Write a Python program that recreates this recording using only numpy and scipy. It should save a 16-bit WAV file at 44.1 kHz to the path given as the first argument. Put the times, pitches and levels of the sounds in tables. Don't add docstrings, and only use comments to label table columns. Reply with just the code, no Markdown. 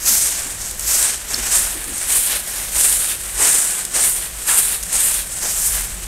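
import sys
import numpy as np
from scipy import signal
from scipy.fft import rfft, irfft, next_fast_len
from scipy.io import wavfile
from scipy.ndimage import map_coordinates

SR = 44100
rng = np.random.default_rng(int(sys.argv[2]) if len(sys.argv) > 2 else 0)


def digitize_waveform(pressure):
    field = np.atleast_2d(pressure).T
    bounded = np.clip(field, -1, 1)
    quanta = np.round(bounded * 32767).astype(np.int16)
    wavfile.write(sys.argv[1], SR, quanta)


N = 267673


def amp(db):
    return 10 ** (np.asarray(db) / 20)


def unit(x):
    return x / np.sqrt(np.mean(x ** 2) + 1e-20)


def along(points, hz):
    f, v = np.transpose(points)
    return np.interp(np.log(hz + 1), np.log(f + 1), v)


def curves(rows):
    s, *cols = np.transpose(rows)
    return [np.interp(np.arange(N) / SR, s, c) for c in cols]


def wobble(rate):
    knots = rng.standard_normal(int(N * rate / SR) + 4)
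    return map_coordinates(knots, [np.arange(N) * rate / SR])


def colour(x, spectrum, size=2048):
    gain = amp(along(spectrum, np.fft.rfftfreq(size, 1 / SR)))
    cepstrum = irfft(np.log(gain))
    cepstrum[1:size // 2] *= 2
    cepstrum[size // 2 + 1:] = 0
    response = irfft(np.exp(rfft(cepstrum)))
    return unit(signal.fftconvolve(x, response)[:N])


def noise(spectrum):
    m = next_fast_len(N)
    gain = amp(along(spectrum, np.fft.rfftfreq(m, 1 / SR)))
    return unit(irfft(rfft(rng.standard_normal(m)) * gain, m)[:N])


def resonate(x, hz, q):
    return signal.lfilter(*signal.iirpeak(hz, max(q, .5), SR), x)


def add(track, s, sound):
    part = track[max(round(s * SR), 0):][:len(sound)]
    part += sound[:len(part)]


def burst(length, db, grain):
    u = 4 * np.arange(len(grain)) / SR / length
    swell = u * np.exp(1 - u)
    grain_rms = np.sqrt(np.average(grain ** 2, weights=swell ** 2))
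    return amp(db) * grain * swell / grain_rms


# time in seconds, rumble level in dB.
TRAFFIC_LEVEL = [(0, -39), (.6, -34.5), (1.1, -39.5), (1.4, -35.5), (2.3, -40), (3.4, -36.5), (3.7, -44.5),
                 (4, -40.5), (5.2, -37), (5.95, -32.5)]
# frequency in Hz, relative level per Hz in dB.
RUMBLE_COLOUR = [(15, -13), (30, -7), (39, -2.5), (46, 2.5), (54, -2), (70, -11.5), (100, -14.5),
                 (160, -21), (400, -42)]
ENGINE_TONES = [174, 355]
# time in seconds, low tone in dB, high tone in dB, before the waver.
ENGINE_LEVELS = [(0, -73, -61), (2.7, -63.5, -57), (4.1, -55, -54), (4.7, -54.5, -72), (6.07, -50, -54)]
# frequency in Hz, relative level per Hz in dB.
AIR_COLOUR = [(40, -4), (110, -3), (190, 2.5), (300, -5), (600, -2), (1000, -9), (2000, -7.5), (8000, -34),
              (15000, -35)]
AIR_DB, AIR_SWING_DB = -44.5, 1.2


def outdoors():
    rumble_db, = curves(TRAFFIC_LEVEL)
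    rumble = amp(rumble_db) * noise(RUMBLE_COLOUR)
    turning = np.cumsum(1 + 0.0079 * wobble(3)) / SR
    engine = np.zeros(N)
    for hz, db in zip(ENGINE_TONES, curves(ENGINE_LEVELS)):
        level = amp(db + 1.14 * wobble(6.1))
        engine += level * np.sqrt(2) * np.sin(2 * np.pi * hz * turning)
    air = amp(AIR_DB + AIR_SWING_DB * wobble(4.05)) * noise(AIR_COLOUR)
    return rumble + engine + air


def slips(rate, spread_db, smooth):
    sizes = np.minimum(rng.standard_normal(N), 2.5)
    signs = np.sign(rng.standard_normal(N))
    kicks = (rng.random(N) < rate / SR) * signs * amp(spread_db * sizes)
    return unit(kicks) + smooth * rng.standard_normal(N)


def straw_ring(x, hz, q, count=5):
    steps = np.linspace(hz.min(), hz.max(), count)
    ring = np.zeros(N)
    for step, share in zip(steps, np.eye(count)):
        ring += np.interp(hz, steps, share) * resonate(x, step, q)
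    return ring


# frequency in Hz, relative level per Hz in dB.
STRAW_COLOUR = [(2000, -17), (5500, -18.5), (7000, 0.5), (10000, 0.5), (12000, -13.5), (15500, -19)]
STEM_COLOUR = [(2500, -39.5), (4300, -10.5), (5400, -3.5), (6500, 0), (7500, -3), (9500, -25), (15000, -50)]
TIP_COLOUR = [(6000, -28.5), (9500, -8), (10800, -2.5), (12500, -3), (13400, -6.5), (14400, -10),
              (15100, -16), (15800, -5.5)]
SCRAPE_COLOUR = [(90, -35), (220, -7.5), (520, -3), (800, -2), (1200, -1.5), (1700, 3), (2300, -0.5),
                 (3000, -5.5), (4500, -21), (15000, -39)]
POINT_COLOUR = [(1500, -21), (2400, -4), (2900, -1.5), (3800, -0.5), (4600, -4), (6000, -7.5), (15000, -40)]


def broom():
    rub_db, scrape_db, rasp_db, stem_db, tip_db, pitch = contact()
    rate = 9000 * amp(.6 * (rub_db + 18.5))
    clumps = unit(amp(0.64 * wobble(520) + 0.99 * wobble(80)))

    def catch(share=1):
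        return slips(share * rate, spread_db=3, smooth=0.54) * clumps

    straw = colour(straw_ring(catch(), pitch, q=4.94), STRAW_COLOUR)
    stems = colour(catch(), STEM_COLOUR)
    tips = colour(catch(), TIP_COLOUR)
    scrape = colour(catch(.45), SCRAPE_COLOUR)
    rasp = colour(catch(.45), POINT_COLOUR)
    grit = scrape + amp(rasp_db + 1) * rasp
    stalks = amp(-0.6) * straw + amp(stem_db) * stems + amp(tip_db + 1.5) * tips
    return amp(rub_db) * (stalks + amp(scrape_db - 0.32) * grit)


# rub in dB, scrape against rub in dB,
# rasp against scrape in dB, stems against rub in dB, tips against rub in dB, straw pitch in Hz.
TRAILING_STALKS = (-34, -6, -1.5, -5, -2.5, 8400)


def contact():
    t = np.arange(N) / SR
    trailing = (TRAILING_STALKS[0], TRAILING_STALKS[1:])
    power, blend = 0, 0
    for db, tone in [*strokes(t), *drags(t), trailing]:
        weight = amp(np.maximum(db, -120)) ** 2
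        power = power + weight
        blend = blend + weight * np.reshape(tone, (len(tone), -1))
    scrape_db, rasp_db, stem_db, tip_db, pitch = blend / power
    more_rub, more_scrape, more_stems, more_tips = pushes(t)
    rub_db = 10 * np.log10(power) + more_rub
    return rub_db, scrape_db + more_scrape, rasp_db, stem_db + more_stems, tip_db + more_tips, pitch


# frequency in Hz, time to fall by 60 dB in seconds.
VERANDA_DECAY = [(200, 0.64), (2000, 0.51), (8000, 0.7), (15000, 0.59)]


def veranda(x, count=48):
    out, places = np.zeros(N), np.linspace(0, N, count)
    for share in np.eye(count):
        hz, t, z = signal.stft(rng.standard_normal(SR // 2), SR, nperseg=256)
        decay = amp(-60 * t / along(VERANDA_DECAY, hz)[:, None])
        tail = signal.istft(z * decay, SR, nperseg=256)[1]
        here = np.sqrt(np.interp(np.arange(N), places, share))
        echo = signal.fftconvolve((x * here)[here > 0], tail / np.linalg.norm(tail))
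        add(out, np.argmax(here > 0) / SR + .005, echo)
    return out


# start in seconds, attack in seconds, hold in seconds, fade in seconds, rub in dB,
# loss over the fade in dB, tips' gain over the stroke in dB, pitch glide over the stroke in Hz,
# floor scrape against rub in dB, rasp against scrape in dB, thick stems against rub in dB,
# fine tips against rub in dB, straw pitch in Hz. The roll below shifts the last five.
FORWARD_STROKES = [(0.021, 0.056, 0.063, 0.26, -18.5, 8, -10, -500, -14, -1, -1.5, -4, 8400),
                   (0.824, 0.08, 0.15, 0.076, -18.5, 7, -12, 0, -13, -2, -2.5, -3.5, 8200),
                   (1.449, 0.095, .015, .15, -15.5, 10, 2, 200, -12.5, -3, -7, -6.5, 8450),
                   (2.039, 0.067, .06, 0.21, -17, 8, 1, -2, -16, 1.5, -14, -4, 9000),
                   (2.706, 0.086, .1, 0.24, -16, 9, -2, 300, -16, 1, -11.5, -5.5, 8830),
                   (3.372, 0.042, 0.1, 0.3, -15.5, 8.5, 0, -300, -14.5, -3, -10.5, -9, 8560),
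                   (3.921, 0.035, 0.094, 0.19, -18, 8, 6, 600, -14, -1, -10.5, -7.5, 8860),
                   (4.46, 0.025, .11, 0.15, -17, 5.5, 0, 202, -16, 0.5, -13.5, -5, 8900),
                   (4.896, 0.048, 0.12, 0.13, -17.5, 6, 6, 400, -15.5, 1, -11, -7, 8700),
                   (5.399, 0.032, 0.23, 0.16, -22, 3.5, 3, 600, -13.5, -2.5, -6, -4, 8300)]
# share of the stroke from 0 to 1,
# then the shifts of scrape in dB, rasp in dB, stems in dB, tips in dB and straw pitch in Hz.
BUNDLE_ROLL = [(0, 5, -2, 4, 1.5, -350), (.25, 0.5, 0, 1, -0.5, -150), (.55, -1.5, 1, -2.5, 0.5, 150),
               (1, 4.5, 1.5, -0.5, 2.5, 200)]
TOUCH_DB, LIFT_DB_PER_S = -13, 170


def strokes(t):
    share, *shifts = np.transpose(BUNDLE_ROLL)
    for s, attack, hold, fade, db, loss_db, tip_gain_db, glide_hz, *tone in FORWARD_STROKES:
        length = attack + hold + fade
        bite = TOUCH_DB * np.maximum(1 - (t - s) / attack, 0)
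        ease = loss_db * np.clip((t - s - attack - hold) / fade, 0, 1)
        lift = LIFT_DB_PER_S * np.maximum(t - s - length, 0)
        done = np.clip((t - s) / length, 0, 1)
        rolled = [own + np.interp(done, share, shift) for own, shift in zip(tone, shifts)]
        scrape, rasp, stems, tips, pitch = rolled
        tips = tips + tip_gain_db * (done - .5)
        pitch = pitch + glide_hz * (done - .5)
        yield db + bite - ease - lift, [scrape, rasp, stems, tips, pitch]


# start in seconds, relative level in dB, pitch in Hz, length in seconds.
FOOT_PADS = [(.1, -35, 210, .097), (0.447, -38, 295, 0.087), (1.324, -34, 250, .13), (1.353, -33, 42, 0.14),
             (1.743, -32.5, 324, 0.073), (1.849, -35, 280, .15), (2.743, -25, 48, 0.057)]


def pads():
    out = np.zeros(N)
    for s, db, hz, length in FOOT_PADS:
        puff = resonate(resonate(rng.standard_normal(SR // 2), hz, q=1.7), hz, q=1.7)
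        add(out, s, burst(length, db - 3.5, puff))
    return out


# middle in seconds, length in seconds, extra rub in dB,
# extra floor scrape in dB, extra stems in dB, extra tips in dB.
WRIST_PUSHES = [(0.135, .06, 0.6, 0, -1, 4), (.265, 0.063, 3, 0, -1.5, -1), (1.05, 0.036, 2, -1, -8, -5),
                (2.329, .07, 1.5, 5.5, 7, 0), (3.108, .04, 3, 0.5, 1, 2), (3.471, 0.024, .5, 2, 0.5, 2),
                (3.598, 0.087, .7, .5, 2, .5), (4.072, 0.053, 4, -1.5, -5, 2.5),
                (4.132, 0.043, 0, -6, -4, 0), (4.581, 0.022, 1.5, 1, -2, 4), (5.05, 0.055, 1, -1, -5, 3),
                (5.615, 0.044, 1.5, -2, 2, 2), (5.67, .03, 3.5, -6, -2, 0), (5.764, 0.037, 2.5, 0, 0, 0)]


def pushes(t):
    s, length, *extra_db = np.transpose(WRIST_PUSHES)
    distance = 2 * np.abs(t - s[:, None]) / length[:, None]
    swell = np.exp(-np.minimum(distance, 10) ** 2 / 2)
    return np.array(extra_db) @ swell


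# start in seconds, length in seconds, rub in dB,
# floor scrape against rub in dB, thick stems against rub in dB, fine tips against rub in dB, straw pitch in Hz.
RETURN_DRAGS = [(.425, .1, -28, -10.5, -9.5, -8.5, 8300), (0.617, .07, -29, -11.5, -1, -5, 8200),
                (1.307, .17, -27, -6.5, -3, -4.5, 8140), (1.73, 0.16, -30, -7.5, -16, -3, 9050),
                (1.95, .08, -25, -12, -9, -9.5, 8750), (2.485, 0.16, -27.5, -7.5, -5.5, -0.5, 8800),
                (3.208, 0.18, -28, -11, -11.5, -5.5, 8840), (4.391, .06, -30, -9.5, -8, -3, 8600),
                (4.865, .04, -29, -14, -10, -8, 8450), (5.323, 0.063, -25.5, -15, -10.5, -9, 8400),
                (5.855, 0.18, -32.5, -10, -10, -7, 8500)]
DRAG_EDGE_S = 0.065
DRAG_RASP_DB = -2


def drags(t):
    for s, length, db, scrape_db, stem_db, tip_db, hz in RETURN_DRAGS:
        outside = np.maximum(np.abs(t - s - length / 2) - length / 2, 0)
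        yield db - 10 * outside / DRAG_EDGE_S, [scrape_db, DRAG_RASP_DB, stem_db, tip_db, hz]


# start in seconds, relative level in dB.
STALK_FLICKS = [(.525, -25), (.711, -20.5), (.795, -18), (.808, -23), (1.027, -11), (1.841, -24),
                (1.98, -19), (2.123, -13), (2.173, -20), (2.748, -21), (2.926, -14), (3.585, -13),
                (3.851, -16), (4.096, -20), (4.586, -14), (4.723, -16), (4.828, -19), (4.834, -19),
                (5.142, -15)]


def flicks():
    out, t = np.zeros(N), np.arange(SR // 20) / SR
    for s, db in STALK_FLICKS:
        fade = amp(-60 * t / 0.021) + 0.13 * amp(-60 * t / .04)
        crack = np.sign(rng.standard_normal(len(t))) * fade
        hz = 8400 * np.exp(0.028 * rng.standard_normal())
        tick = resonate(crack, hz, q=2.9) + 0.12 * crack
        add(out, s, amp(db + 8) * tick)
    return out


# start in seconds, relative level in dB, pitch in Hz,
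# length in seconds.
STALK_CHATTER = [(1.3408, -10, 5230, 0.0068), (1.343, -13.5, 4300, .0055), (4.489, -17, 1765, 0.01)]


def squeaks():
    out, t = np.zeros(N), np.arange(SR // 20) / SR
    for s, db, hz, length in STALK_CHATTER:
        phase = 2 * np.pi * hz * np.cumsum(1 + .25 * rng.standard_normal(len(t))) / SR
        swell = np.exp(-(2 * t / length - 1) ** 2 * 2)
        soft_start = np.tanh(t * hz)
        add(out, s, amp(db) * np.sin(phase) * swell * soft_start)
    return out


# start in seconds, relative straw level in dB,
# relative thump level in dB, thump pitch in Hz, thump length in seconds.
BUNDLE_LANDINGS = [(1.536, -31, -30, 1300, 0.054), (2.748, -28, -33, 700, 0.029),
                   (3.389, -25, -26, 603, 0.071), (3.949, -31, -31.5, 620, 0.13),
                   (4.471, -23, -24, 1270, 0.15), (4.924, -21.5, -33.5, 915, 0.092),
                   (5.427, -28, -30, 604, 0.071)]


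def landings():
    out = np.zeros(N)
    for s, straw_db, thump_db, hz, length in BUNDLE_LANDINGS:
        splash, thump = rng.standard_normal((2, SR // 2))
        splash = resonate(resonate(splash, 8800, q=1.8), 8800, q=1.8)
        thump = resonate(resonate(thump, hz, q=0.71), hz, q=0.71)
        add(out, s, burst(0.019, straw_db + 3, splash))
        add(out, s, burst(length, thump_db - 2, thump))
    return out


def scene():
    near = broom() + landings() + flicks() + squeaks() + pads()
    mono = amp(-0.22) * near + amp(-13) * veranda(near) + outdoors()
    return np.array([mono, mono])


TOP_HZ = 15750


def record(dry):
    m = next_fast_len(N + SR // 2)
    hz = np.fft.rfftfreq(m, 1 / SR)
    rounded = dry / (1 + dry ** 6) ** (1 / 6)
    response = (hz < TOP_HZ) / np.sqrt(1 + (hz / 14700) ** 36)
    return irfft(rfft(rounded, m) * response, m)[..., :N]


dry = scene()
out = record(dry)
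digitize_waveform(out)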